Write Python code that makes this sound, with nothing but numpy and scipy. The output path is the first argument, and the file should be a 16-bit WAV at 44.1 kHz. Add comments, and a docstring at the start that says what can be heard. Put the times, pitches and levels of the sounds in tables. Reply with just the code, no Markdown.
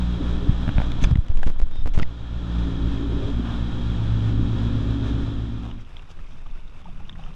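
"""On the deck of a dive boat under way, heard from inside a camera's waterproof case.
Harmonics of the diesel and the propeller beat together, hull and panels shake in step with the shaft,
and the wake hisses as grainy filtered noise. A hand shifts its grip on the case: dull pushes, damped clicks
and snaps, rubbing noise and sticky pressure steps. The boat fades away and the camera floats on a calm sea,
where ripples and laps are swelling noise, and drips and bubbles are damped rings of rising pitch."""
import sys
import numpy as np
from scipy import signal
from scipy.fft import rfft, irfft, next_fast_len
from scipy.io import wavfile
from scipy.ndimage import map_coordinates

SR = 44100
rng = np.random.default_rng(int(sys.argv[2]) if len(sys.argv) > 2 else 0)


def dump_mix(stems):
    """Bounce the given channels to the path in sys.argv[1] as a 16-bit WAV at rate SR."""
    frames = np.atleast_2d(stems).T  # one column per channel
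    limited = np.clip(frames, -1, 1)  # hard clip at full scale
    pcm = np.round(limited * 32767).astype(np.int16)
    wavfile.write(sys.argv[1], SR, pcm)


N = 324135
T = np.arange(N) / SR


def amp(db):
    """Decibels to gain."""
    return 10 ** (np.asarray(db) / 20)


def unit(x):
    """Scale to rms 1."""
    return x / np.sqrt(np.mean(x ** 2) + 1e-20)


def curve(rows):
    """A (time, value) table joined by straight lines, one value per sample."""
    return np.interp(T, *np.transpose(rows))


def wobble(rate):
    """A smooth random curve, rate knots a second."""
    return map_coordinates(rng.standard_normal(4096), [T * rate], mode="wrap")


def filtered(x, response):
    """x times a response of frequency."""
    m = next_fast_len(N + SR // 2)
    return irfft(rfft(x, m) * response(np.fft.rfftfreq(m, 1 / SR)), m)[:N]


def shaped(x, spectrum):
    """x through a (Hz, dB) spectrum, interpolated along log frequency."""
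    f, db = np.transpose(spectrum)
    return filtered(x, lambda hz: amp(np.interp(np.log(hz + 1), np.log(f + 1), db)))


def coloured(x, spectrum):
    """x through a (Hz, dB) spectrum, at rms 1."""
    return unit(shaped(x, spectrum))


def noise(spectrum):
    """Fresh noise of that spectrum, at rms 1."""
    return coloured(rng.standard_normal(N), spectrum)


def grains(per_second):
    """Sparse impulses of random size, at rms 1."""
    return unit((rng.random(N) < per_second / SR) * rng.standard_normal(N))


def swell(s, half):
    """A bell-shaped stroke round time s."""
    return np.exp(-.5 * ((T - s) / half) ** 2)


def held(start, end, rise, release):
    """Rise from start, hold until end, release."""
    return np.clip(np.minimum((T - start) / rise, 1 - (T - end) / release), 0, 1)


def add(track, s, sound):
    """Mix a sound into the track at time s."""
    part = track[max(round(s * SR), 0):][:len(sound)]
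    part += sound[:len(part)]


def rings(rows, attack, glide, dull_hz=5500):
    """Damped rings (s, peak dB, start Hz, t60, share of dull noise); attack in cycles, glide raises the pitch."""
    track, t = np.zeros(N), np.arange(SR // 4) / SR
    for s, db, hz, t60, crack in rows:
        fade = amp(-60 * t / t60)
        ring = np.sin(2 * np.pi * hz * t * (1 + glide * t / t60))
        dull = signal.butter(3, min(2.2 * hz, dull_hz), fs=SR)
        burst = unit(signal.lfilter(*dull, rng.standard_normal(len(t))))
        sound = (ring + crack * burst) * fade * (1 - np.exp(-t * hz / attack))
        add(track, s, amp(db) * sound / np.abs(sound).max())
    return track


def lines(turns, orders, low_db, high_db, waver_db):
    """Harmonics of a rotation (multiples 1-3 on low_db, the rest on high_db), wavering as the deck's echoes shift."""
    tone = np.zeros(N)
    for k, db in orders:
        level = high_db if k > 3.5 else low_db
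        waver = waver_db * np.log(k) * (1.1 * wobble(3.08) + wobble(15))
        phase = k * turns + (k > 2) * rng.random()
        tone += np.sqrt(2) * amp(level + db + waver) * np.cos(2 * np.pi * phase)
    return tone


def shaken(shaft, spectrum, loose_db):
    """The same jolts return on every turn of the shaft: a comb of close lines, plus loose rattle."""
    jolts = map_coordinates(rng.standard_normal(2048), [shaft % 1 * 2048], mode="grid-wrap")
    return unit(coloured(jolts, spectrum) + amp(loose_db) * noise(spectrum))


FADE_END_S, FADE_S, FADE_POWER = 5.867, 0.81, 0.78


def under_way():
    """Gain of the boat as it fades into the calm sea."""
    return np.clip((FADE_END_S - T) / FADE_S, 0, 1) ** FADE_POWER


DIP_S, DIP_END_S, DIP_FALL_S, DIP_RETURN_S = 1.105, 1.95, 0.054, 0.66


def gripped():
    """1 while the hand holds the case tightly."""
    return held(DIP_S, DIP_END_S, DIP_FALL_S, DIP_RETURN_S)


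# the boat sounds fainter during the tight grip, its bass fainter still
DIP_DB, DIP_BASS_DB = -11.5, -1.5
# the engine's firing rate as the boat runs: [time_s, rate_hz]
FIRING_RATE = [(0, 59.3), (2.3, 58.7), (4.2, 58.5)]


def boat():
    """Engine, propeller, hull and wake run off one rotation, dip with the tight grip and fade away."""
    firings = np.cumsum(curve(FIRING_RATE) * (1 + 0.001638 * wobble(8))) / SR
    # firing and blade tones swell when they fall into step, as they do here
    firings -= np.interp(4.14, T, firings)
    shaft = firings * 2 / 15  # two turns in 15 firings
    blades = 7 * shaft
    bass = engine(firings) + propeller(blades) + hull(shaft, firings) + panels(shaft) + knocks()
    bass *= amp(DIP_BASS_DB * gripped())
    treble = wake(firings) + clatter(shaft) + whine(shaft) + bow_wave()
    return (bass + treble) * amp(DIP_DB * gripped()) * under_way()


# exhaust tones: [multiple of the firing rate, level_db on top of the low curve, or of the high one from 4 up]
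FIRING_TONES = [(1, -1), (2, -10), (4, -6.5), (5, -17.5), (6, -23), (7, -30.5), (9, -31.5)]
# standing waves favour different firing tones from moment to moment, here the lowest: [time_s, level_db]
FIRING_LOW_LEVEL = [(0, -24), (.9, -26.5), (2.85, -24.5), (3.3, -27.5), (5.1, -26)]
# the same for the third firing tone: [time_s, level_db]
FIRING_THIRD_LEVEL = [(0, -30), (.5, -33.5), (1.0, -37.5), (2.15, -40), (2.45, -34), (2.8, -31.5),
                      (3.1, -41), (3.6, -36), (4.2, -35), (4.7, -35.5), (5.1, -44), (5.6, -35.5)]
# the same for the firing tones from the fourth up: [time_s, level_db]
FIRING_HIGH_LEVEL = [(0, -35), (.9, -40), (3.1, -43.5), (3.4, -29), (3.75, -27), (4.05, -36.5), (4.4, -25),
                     (5, -29.5)]


def engine(firings):
    """The diesel sounds harmonics of its firing rate; no two firings are equally strong."""
    uneven = amp(1.1 * wobble(24) + 1.2 * wobble(55))
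    third = np.sqrt(2) * amp(curve(FIRING_THIRD_LEVEL)) * np.cos(2 * np.pi * 3 * firings)
    low_db, high_db = curve(FIRING_LOW_LEVEL), curve(FIRING_HIGH_LEVEL)
    return uneven * (third + lines(firings, FIRING_TONES, low_db, high_db, waver_db=1.0))


THROB_DB = -8.5  # lowest blade tone, relative to the low firing curve
# propeller tones: [multiple of the blade rate, level_db on top of the low curve, or of the high one from 4 up]
BLADE_TONES = [(2, 0), (3, -25.5), (4, -12.5), (5, -7), (6, -17.5), (7, -19), (8, -33)]
# standing waves on the second and third blade tones: [time_s, level_db]
BLADES_LOW_LEVEL = [(0, -43), (2.5, -36), (3.75, -33), (4.1, -23), (5, -27.5)]
# standing waves on the blade tones from the fourth up: [time_s, level_db]
BLADES_HIGH_LEVEL = [(0, -54), (2.3, -40), (2.65, -31), (3.05, -26), (3.35, -36), (3.7, -43), (4.15, -42),
                     (4.35, -32.5), (5.1, -30)]


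def propeller(blades):
    """Blade harmonics; the lowest lies just under the firing tone and beats with it four times a second."""
    low_db, high_db = curve(BLADES_LOW_LEVEL), curve(BLADES_HIGH_LEVEL)
    upper = amp(0.58 * wobble(12)) * lines(blades, BLADE_TONES, low_db, high_db, waver_db=0.84)
    throb_db = curve(FIRING_LOW_LEVEL) + THROB_DB
    return upper + amp(throb_db) * np.sqrt(2) * np.cos(2 * np.pi * blades)


BOOM_DB, DRONE_DB = -35, -53  # steady levels under way
# the hull surges as it meets a wave: [middle_s, half_length_s, boom_db, panel_drone_db]
SURGES = [(0.32, 0.12, -38.5, -42.5), (3.052, 0.17, -43, -50), (3.228, 0.041, -49, -39.5),
          (4.466, 0.25, -43, -64), (5.083, 0.24, -40, -52.5)]
# colour of the hull's boom: [freq_hz, level_db per Hz]
BOOM_SPECTRUM = [(10, -29), (25, -17), (45, 7.5), (80, 7.5), (140, 7.5), (205, 1.5), (255, 7), (305, 4.5),
                 (340, -3.5), (400, -17), (700, -59), (1500, -120)]


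def hull(shaft, firings):
    """The hull booms in step with the shaft, flutters with each firing and surges on the waves."""
    boom = amp(BOOM_DB) + sum(amp(db) * swell(s, half) for s, half, db, _ in SURGES)
    flutter = amp(1.0 * wobble(7) + 2 * wobble(30) + 2.5 * np.cos(2 * np.pi * firings))
    return boom * flutter * shaken(shaft, BOOM_SPECTRUM, loose_db=-1.5)


# colour of the panels' drone: [freq_hz, level_db per Hz]
PANEL_SPECTRUM = [(100, -61.5), (280, -7.5), (350, -1), (410, 7.5), (450, -8.5), (520, -3), (620, -5.5),
                  (800, -28), (1500, -53), (3000, -120)]


def panels(shaft):
    """Panels drone over the boom, shaken by the shaft and mostly loose rattle."""
    drone = amp(DRONE_DB) + sum(amp(db) * swell(s, half) for s, half, _, db in SURGES)
    return drone * amp(1.4 * wobble(14)) * shaken(shaft, PANEL_SPECTRUM, loose_db=7.5)


WAKE_DB = -43
# colour of the wake's foam: [freq_hz, level_db per Hz]
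FOAM_SPECTRUM = [(150, -20.5), (450, 3), (750, 1), (1350, -1), (1600, -3.5), (1810, -4), (1950, -12),
                 (2400, -7.5), (2950, -9), (3300, -2), (3550, -3.5), (3900, -5.5), (4300, -16.5),
                 (5100, -16.5), (7700, -26), (8600, -32.5), (11800, -40.5), (15000, -60.5)]


def wake(firings):
    """Foam bursts in grains over a steady hiss that pulses faintly once a firing."""
    foam = coloured(rng.standard_normal(N) + 0.23 * grains(900), FOAM_SPECTRUM)
    pulse = 1 + 0.043 * np.cos(2 * np.pi * firings)
    return amp(WAKE_DB + 1.02 * wobble(14)) * foam * pulse


CLATTER_DB = -50
# colour of the diesel's clatter: [freq_hz, level_db per Hz]
CLATTER_SPECTRUM = [(500, -6), (930, -2.5), (1350, 8), (1600, -6.5), (1780, 1.5), (1980, -18.5),
                    (2600, -6.5), (3050, -4), (3280, 5.5), (3420, -3.5), (3540, -19), (3780, -3),
                    (4300, -17.5), (5500, -23), (6300, -21), (7400, -22), (8500, -47)]


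def clatter(shaft):
    """The diesel clatters with nearly the same jolts on every turn of the shaft."""
    return amp(CLATTER_DB) * shaken(shaft, CLATTER_SPECTRUM, loose_db=-15)


# gears sing: [multiple of the shaft rate, level_db]
GEAR_TONES = [(63, -58), (119.5, -58), (422.5, -60)]


def whine(shaft):
    """Gear tones follow the shaft with a slight jitter and a wavering level."""
    tone = np.zeros(N)
    for k, db in GEAR_TONES:
        turns = shaft + .0006 * wobble(45)
        tone += amp(db + 2.5 * wobble(12)) * np.cos(2 * np.pi * k * turns)
    return tone


SQUEEZE_RISE_S, SQUEEZE_RELEASE_S = 0.024, 0.053
ROCK_HZ, ROCK_WANDER, FLEX_SHARE = 13.5, .25, 0.31  # rocking rate, its drift, share of irregular flexing
LET_GO_S, LET_GO_HALF_S, LET_GO_DB = 2.045, 0.028, -14  # one slow swell as the hand lets go
SWAY_BOAT_DB, SWAY_SEA_DB = -29, -31.5  # slow pressure from wind and from swell
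# the hand squeezes the case: [start_s, length_s, level_db rms]
SQUEEZES = [(0.665, 0.33, -24), (0.968, 0.25, -20.5), (1.293, 0.36, -13.5), (1.7, 0.29, -13)]
# colour of slow pressure on the wall: [freq_hz, level_db per Hz]
FLEX_SPECTRUM = [(2, -61), (5, 3.5), (9, 11), (13, 10.5), (22, 6.5), (35, -2), (60, -28), (120, -48.5),
                 (300, -73.5), (900, -120)]


def case_flex():
    """The hand rocks the wall of the case and lets it relax; wind and swell press slowly on it."""
    hand = np.zeros(N)
    for s, length, db in SQUEEZES:
        hand += amp(db) * held(s, s + length, SQUEEZE_RISE_S, SQUEEZE_RELEASE_S)
    rocks = np.cumsum(ROCK_HZ * np.exp(ROCK_WANDER * wobble(11))) / SR
    rocking = unit(np.sin(2 * np.pi * rocks) + FLEX_SHARE * noise(FLEX_SPECTRUM))
    wind = amp(SWAY_BOAT_DB + DIP_DB * gripped()) * under_way()
    sea_swell = amp(SWAY_SEA_DB) * (1 - under_way())
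    let_go = amp(LET_GO_DB) * swell(LET_GO_S, LET_GO_HALF_S)
    return hand * rocking + let_go + (wind + sea_swell) * noise(FLEX_SPECTRUM)


KNOCK_T60_S, KNOCK_THUD = 0.045, .06  # ring time, share of noise
# the hull knocks under way: [start_s, peak_db, pitch_hz]
KNOCKS = [(.471, -23, 299), (2.938, -32, 344), (3.027, -24, 276), (3.119, -27.5, 354), (3.3, -22.5, 268),
          (3.395, -19, 254), (4.398, -25, 275)]


def knocks():
    """Each knock on the hull is a short damped ring with a little thud in it."""
    return rings([(*knock, KNOCK_T60_S, KNOCK_THUD) for knock in KNOCKS], attack=0.59, glide=0)


SPRING_BACK = 3.3  # the wall springs back this many times more slowly than it gives
# fingers bump the case: [middle_s, peak_db, half_width_s]
BUMPS = [(0.496, -3, 0.0014), (0.503, -7.5, 0.0037), (0.513, -17, 0.0055), (.680, -11, 0.0012),
         (0.692, -11.5, 0.0011), (.762, -9.5, 0.0034), (0.785, -9, 0.0013), (.803, -18, 0.00076),
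         (1.029, -12.5, 0.0011), (1.040, -20, 0.00054), (1.048, -4.5, 0.0039), (1.061, -20.5, .0009),
         (1.073, -18, .001), (1.116, -6, 0.0016), (1.122, -10.5, 0.0013), (1.131, -5.5, 0.0023),
         (1.159, -7.5, 0.0012), (1.189, -5.5, 0.0021), (1.304, -11, 0.0026), (1.374, -11, 0.007),
         (1.467, -16.5, 0.00091), (1.471, -10, 0.0033), (1.63, -7.5, 0.0051), (1.791, -16, 0.0032),
         (1.858, -15, 0.0025), (1.893, -8.5, 0.0089), (1.979, -10.5, 0.0017), (1.999, -18, 0.00057),
         (2.025, -15, 0.0011)]


def bumps():
    """Each bump is one dull push: the wall gives and springs back without ringing."""
    track, t = np.zeros(N), np.arange(-SR // 10, SR // 10) / SR
    for s, db, half in BUMPS:
        give = np.exp(-.5 * (t / half) ** 2)
        rebound = np.exp(-.5 * (t / half / SPRING_BACK) ** 2) / SPRING_BACK
        push = give - rebound
        add(track, s + t[0], amp(db) * push / push.max())
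    return track


CREAK_GRIT_DB, CREAK_GRIT_S = -14, 0.0061  # gritty tail: level under the click's peak, decay time
# the mount gives with dry clicks: [start_s, peak_db, brightness_db per octave]
CREAKS = [(0.6785, -22, -3), (0.6908, -21.5, -3), (0.782, -18, -1), (0.8014, -21, -8), (0.8175, -24, -6),
          (0.9187, -24, 16), (1.05, -25, 2), (1.156, -30, 0), (1.431, -19.5, -6.5)]
# the mount's ringing modes before each click's own brightness and scatter: [pitch_hz, level_db, t60_s]
MOUNT_MODES = [(786, 0, 0.0084), (1510, 1, .009), (2210, 1, 0.0069), (3230, -2, 0.0078)]
# colour of the grit: [freq_hz, level_db per Hz]
GRIT_SPECTRUM = [(200, -9), (600, 22), (1300, 10), (1900, 8), (2600, 10), (3500, 7), (4300, -20),
                 (5500, -26), (8000, -54), (15000, -63)]


def mount():
    """Each click of the mount rings its modes in a new balance and trails a gritty tail."""
    clicks, grit, t = np.zeros(N), np.zeros(N), np.arange(SR // 10) / SR
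    for s, db, bright in CREAKS:
        ring = np.zeros(len(t))
        for k, (hz, level, t60) in enumerate(MOUNT_MODES):
            fade = amp(level + bright * np.log2(hz) + rng.normal(0, 2) - 60 * t / t60)
            pitch_hz = hz * (1 + 0.045 * rng.standard_normal())
            ring += (-1) ** k * fade * np.sin(2 * np.pi * pitch_hz * t)
        ring *= (1 - np.exp(-t / 0.00024)) ** 2
        add(clicks, s, amp(db) * ring / np.abs(ring).max())
        add(grit, s, amp(db + CREAK_GRIT_DB) * np.exp(-t / CREAK_GRIT_S))
    return clicks + grit * noise(GRIT_SPECTRUM)


RUB_RISE_S = 0.0026
# skin rubs the case, fading over the second half of length_s: [start_s, length_s, level_db rms]
RUBS = [(0.798, 0.0028, -59), (0.917, 0.0056, -43.5), (1.013, 0.049, -41.5), (1.037, 0.0099, -29),
        (1.281, .008, -44.5), (1.369, 0.0089, -45.5), (1.429, 0.0061, -39), (1.456, 0.025, -51),
        (1.468, 0.0057, -37.5), (1.49, 0.052, -62), (1.588, 0.013, -48.5), (1.628, 0.0077, -47.5),
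        (1.888, 0.0056, -44), (1.935, 0.044, -45.5), (1.985, 0.013, -40), (2.02, 0.0054, -35.5)]
# colour of skin rubbing: [freq_hz, level_db per Hz]
SKIN_SPECTRUM = [(200, -16), (700, 13), (1500, 6.5), (2200, 9.5), (3400, 8), (4400, -3), (6600, 0),
                 (8500, -12.5), (12000, -23.5), (15000, -27)]


def rubs():
    """Skin rubs the case: dense grains that swell and fade with the contact."""
    contact = np.zeros(N)
    for s, length, db in RUBS:
        contact += amp(db) * held(s, s + length / 2, RUB_RISE_S, length / 2)
    return contact * coloured(grains(4000), SKIN_SPECTRUM)


# the case snaps: [start_s, peak_db, pitch_hz, t60_s]
SNAPS = [(1.030, -33, 6320, .02), (1.039, -26, 6150, 0.018), (1.040, -25, 3440, 0.042),
         (1.04, -26, 1715, .025), (1.042, -23.5, 2420, 0.018), (1.041, -32, 834, 0.044),
         (1.053, -38, 5000, 0.043), (1.111, -41, 5030, .018), (1.155, -27.5, 1930, 0.0072),
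         (1.9968, -20, 1340, 0.013), (1.997, -26, 3160, 0.0082), (2.0235, -36, 5030, .012),
         (2.025, -28, 2470, .012), (2.030, -19.5, 1980, 0.012)]


def snaps():
    """The case snaps: short damped rings cracked open with dull noise."""
    share_of_noise = 0.41
    return rings([(*snap, share_of_noise) for snap in SNAPS], attack=0.63, glide=0, dull_hz=3500)


SLIP_LEAK_S, SLIP_SHARP_SCATTER = 0.0045, .45  # how fast the pressure leaks away; spread of sharpness
CREEP_DB, CREEP_SCATTER_DB = -34.5, 8.5  # faint slips during the tight grip: middle level, spread either way
# sticky skin lets go with a tick: [start_s, level_db of the step before its edge is rounded]
SLIPS = [(1.113, -21.5), (1.161, -26.5), (1.173, -27.5), (1.191, -33), (1.301, -30.5), (1.305, -27),
         (1.318, -27), (1.375, -26), (1.389, -32), (1.394, -26), (1.467, -28), (1.472, -27.5),
         (1.474, -17.5), (1.480, -21), (1.484, -28.5), (1.492, -24.5), (1.501, -22), (1.507, -30),
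         (1.515, -34), (1.601, -21), (1.617, -23.5), (1.758, -27), (1.8592, -17), (1.866, -25),
         (1.873, -20.5), (1.877, -19.5), (1.9514, -24.5), (1.961, -26), (1.9772, -16), (1.982, -23),
         (1.9887, -19), (1.992, -22), (2.006, -20.5), (2.017, -24)]


def slips():
    """Sticky skin lets go in single slips, each a pressure step that leaks away."""
    steps, t = np.zeros(N), np.arange(SR // 10) / SR
    creep = []
    for when, size in rng.random((24, 2)):
        creep.append((DIP_S + (DIP_END_S - DIP_S) * when, CREEP_DB + CREEP_SCATTER_DB * (2 * size - 1)))
    for s, db in SLIPS + creep:
        # a larger patch of skin takes longer to let go, and no two are equally sharp
        rise = (.00002 + 0.00016 * amp(db)) * np.exp(SLIP_SHARP_SCATTER * rng.standard_normal())
        add(steps, s, amp(db) * np.exp(-t / SLIP_LEAK_S) * (1 - np.exp(-t / rise)))
    return filtered(steps, lambda hz: 1 / (1 + 1j * hz / 10000) ** 2)


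SQUEAK_S, SQUEAK_HALF_S, SQUEAK_DB = 1.78, .04, -53.5
# colour of a fingertip squeaking on plastic: [freq_hz, level_db per Hz]
SQUEAK_SPECTRUM = [(1000, -56), (1480, -33), (1530, -1), (1590, -18), (3450, -26), (3680, -1.5),
                   (3850, -33), (5000, -22), (5200, -20), (5500, -30), (9000, -49.5)]


def squeak():
    """A fingertip squeaks on the case: one swell of noise in narrow bands."""
    return amp(SQUEAK_DB) * swell(SQUEAK_S, SQUEAK_HALF_S) * noise(SQUEAK_SPECTRUM)


# the bow wave breaks alongside: [middle_s, half_length_s, level_db rms]
BREAKERS = [(3.504, 0.055, -42.5), (4.748, 0.058, -52)]
# colour of its spray: [freq_hz, level_db per Hz]
SPRAY_SPECTRUM = [(400, -23), (750, 0), (950, -2.5), (1400, 1.5), (1900, -17), (3300, -10), (4500, -25),
                  (12000, -49.5)]


def bow_wave():
    """The bow wave breaks alongside in short swells of spray noise."""
    return sum(amp(db) * swell(s, half) for s, half, db in BREAKERS) * noise(SPRAY_SPECTRUM)


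def sea():
    """Water round the floating case rises as the boat fades; bubbles and drips come through the case."""
    water = ripples() + laps() + fizzes() + gulps()
    return water * (1 - under_way()) + shaped(bubbles() + drips(), WATER_TONE)


RIPPLE_DB = -53.5
# colour of the ripples: [freq_hz, level_db per Hz]
RIPPLE_SPECTRUM = [(150, 10), (350, 4), (700, 0), (1200, 2), (1650, -3), (1950, -8.5), (2600, 0),
                   (3200, -10), (3600, -5), (4150, -16), (5000, -13.5), (7500, -22), (12000, -32),
                   (15000, -59)]


def ripples():
    """Ripples fizz round the case: flickering noise with sparse grains."""
    flicker = amp(1.3 * wobble(25) + 1.1 * wobble(80))
    fizz = coloured(rng.standard_normal(N) + 0.42 * grains(250), RIPPLE_SPECTRUM)
    return amp(RIPPLE_DB) * flicker * fizz


SLOSH_DB = -48.5  # steady slosh between laps
# wavelets lap at the case: [middle_s, half_length_s, slosh_db, splash_db]
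LAPS = [(5.644, 0.058, -52, -44), (5.971, .002, -58, -48), (6.102, 0.013, -62, -53),
        (6.19, 0.0062, -53, -53.5), (6.25, 0.0087, -63, -58), (6.346, 0.011, -42, -57.5),
        (6.469, .003, -52, -52), (6.52, .03, -50, -69), (6.891, 0.0076, -38, -57),
        (7.005, 0.0064, -42.5, -53.5), (7.0965, 0.00091, -56, -40.5), (7.225, 0.14, -54, -56.5)]
# colour of the slosh: [freq_hz, level_db per Hz]
SLOSH_SPECTRUM = [(15, -34), (40, -2.5), (70, 8.5), (110, -2), (160, -1), (200, -12.5), (240, -10.5),
                  (400, -23.5), (800, -87), (2000, -120)]
# colour of the splash: [freq_hz, level_db per Hz]
SPLASH_SPECTRUM = [(200, -2.5), (700, 3.5), (1250, 2.5), (1900, -20), (2700, -6), (3600, -4.5), (4200, -27),
                   (6000, -20), (12000, -42.5)]


def laps():
    """Low water sloshes all along, more with each lap, and every lap splashes in grains."""
    lap = sum(amp(db) * swell(s, half) for s, half, db, _ in LAPS)
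    slosh = (amp(SLOSH_DB) + lap) * amp(2.4 * wobble(31)) * noise(SLOSH_SPECTRUM)
    splash = sum(amp(db) * swell(s, half) for s, half, _, db in LAPS)
    return slosh + splash * coloured(grains(900), SPLASH_SPECTRUM)


BUBBLE_DB, BUBBLE_SPREAD_DB = -52.5, 8  # the faintest, and how much louder the largest are, before WATER_TONE
BUBBLE_LOW_HZ, BUBBLE_HIGH_HZ, BUBBLE_T60_S = 650, 4600, .02
BUBBLE_SPLASH, BUBBLE_GLIDE = 0.59, 0.073  # share of noise; rise of the pitch
# how bubbles and drips come through the case: [freq_hz, level_db]
WATER_TONE = [(300, -4), (900, -3), (3700, 0), (4200, -12.5), (6000, -2), (9000, -27), (15000, -39)]


def bubbles():
    """Small bubbles scattered at random, each a damped ring of rising pitch with some splash."""
    when, size, pitch = rng.random(size=(260, 3)).T
    s = 5.6 + 1.75 * when
    db = BUBBLE_DB + BUBBLE_SPREAD_DB * size ** 2
    hz = BUBBLE_LOW_HZ * (BUBBLE_HIGH_HZ / BUBBLE_LOW_HZ) ** pitch
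    t60, splash = np.full(len(s), BUBBLE_T60_S), np.full(len(s), BUBBLE_SPLASH)
    return rings(np.transpose([s, db, hz, t60, splash]), attack=0.95, glide=BUBBLE_GLIDE)


DRIP_CYCLES = 34  # cycles of the starting pitch until a drip has died away
# the loudest drips and plops: [start_s, peak_db before WATER_TONE, starting pitch_hz, share of splash]
DRIPS = [(5.63, -39, 725, .3), (5.713, -32, 2780, 0.63), (5.968, -30.5, 3190, 0.74), (5.994, -35, 2600, .4),
         (6.19, -41, 1660, .4), (6.245, -45, 2050, .5), (6.461, -38, 1160, 0.28), (6.856, -34, 860, .05),
         (6.870, -40, 1150, 0.23), (6.884, -40.5, 690, .1), (7.004, -38, 786, .3), (7.054, -45, 2650, .1),
         (7.0949, -24.5, 3450, 0.49), (7.128, -41, 3220, 0.59), (7.155, -42, 1360, .4),
         (7.192, -36, 760, .05), (7.238, -34.5, 2830, 0.92), (7.224, -41, 740, .4), (7.262, -37, 1230, .4),
         (7.272, -43, 690, .3), (7.305, -44, 1090, .4)]


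def drips():
    """Drips and plops: damped rings of rising pitch, the higher ones shorter."""
    rows = [(s, db, hz, DRIP_CYCLES / hz, share) for s, db, hz, share in DRIPS]
    return rings(rows, attack=0.67, glide=0.13, dull_hz=3200)


# foam fizzes briefly on the case: [middle_s, half_length_s, level_db rms]
FIZZES = [(5.812, 0.007, -59), (6.11, 0.01, -55), (6.31, 0.033, -65.5), (6.483, .025, -72.5),
          (7.244, 0.021, -65)]
# colour of the fizz: [freq_hz, level_db per Hz]
FIZZ_SPECTRUM = [(1500, -27), (2900, 5.5), (4200, -8), (5200, 0), (6300, -4), (7200, -11), (12000, -30)]


def fizzes():
    """Foam fizzes briefly on the case in dense, bright grains."""
    return sum(amp(db) * swell(s, half) for s, half, db in FIZZES) * coloured(grains(2500), FIZZ_SPECTRUM)


GULP_S, GULP_DB = 6.83, -48
# colour of the gulping water: [freq_hz, level_db per Hz]
GULP_SPECTRUM = [(40, -60), (125, -9.5), (170, 1), (215, -14), (300, -70), (500, -120)]


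def gulps():
    """Water starts to gulp against the case: a low band of noise that stays to the end."""
    return amp(GULP_DB) * held(GULP_S, T[-1], 0.032, .1) * noise(GULP_SPECTRUM)


def scene():
    """Everything reaches the one microphone inside the case."""
    hand = bumps() + mount() + rubs() + snaps() + slips() + squeak()
    return (boat() + case_flex() + hand + sea())[None]


TOP_HZ = 15300


def record(dry):
    """The camera keeps nothing above its band limit."""
    return np.array([filtered(channel, lambda hz: hz < TOP_HZ) for channel in dry])


dry = scene()
out = record(dry)
dump_mix(out)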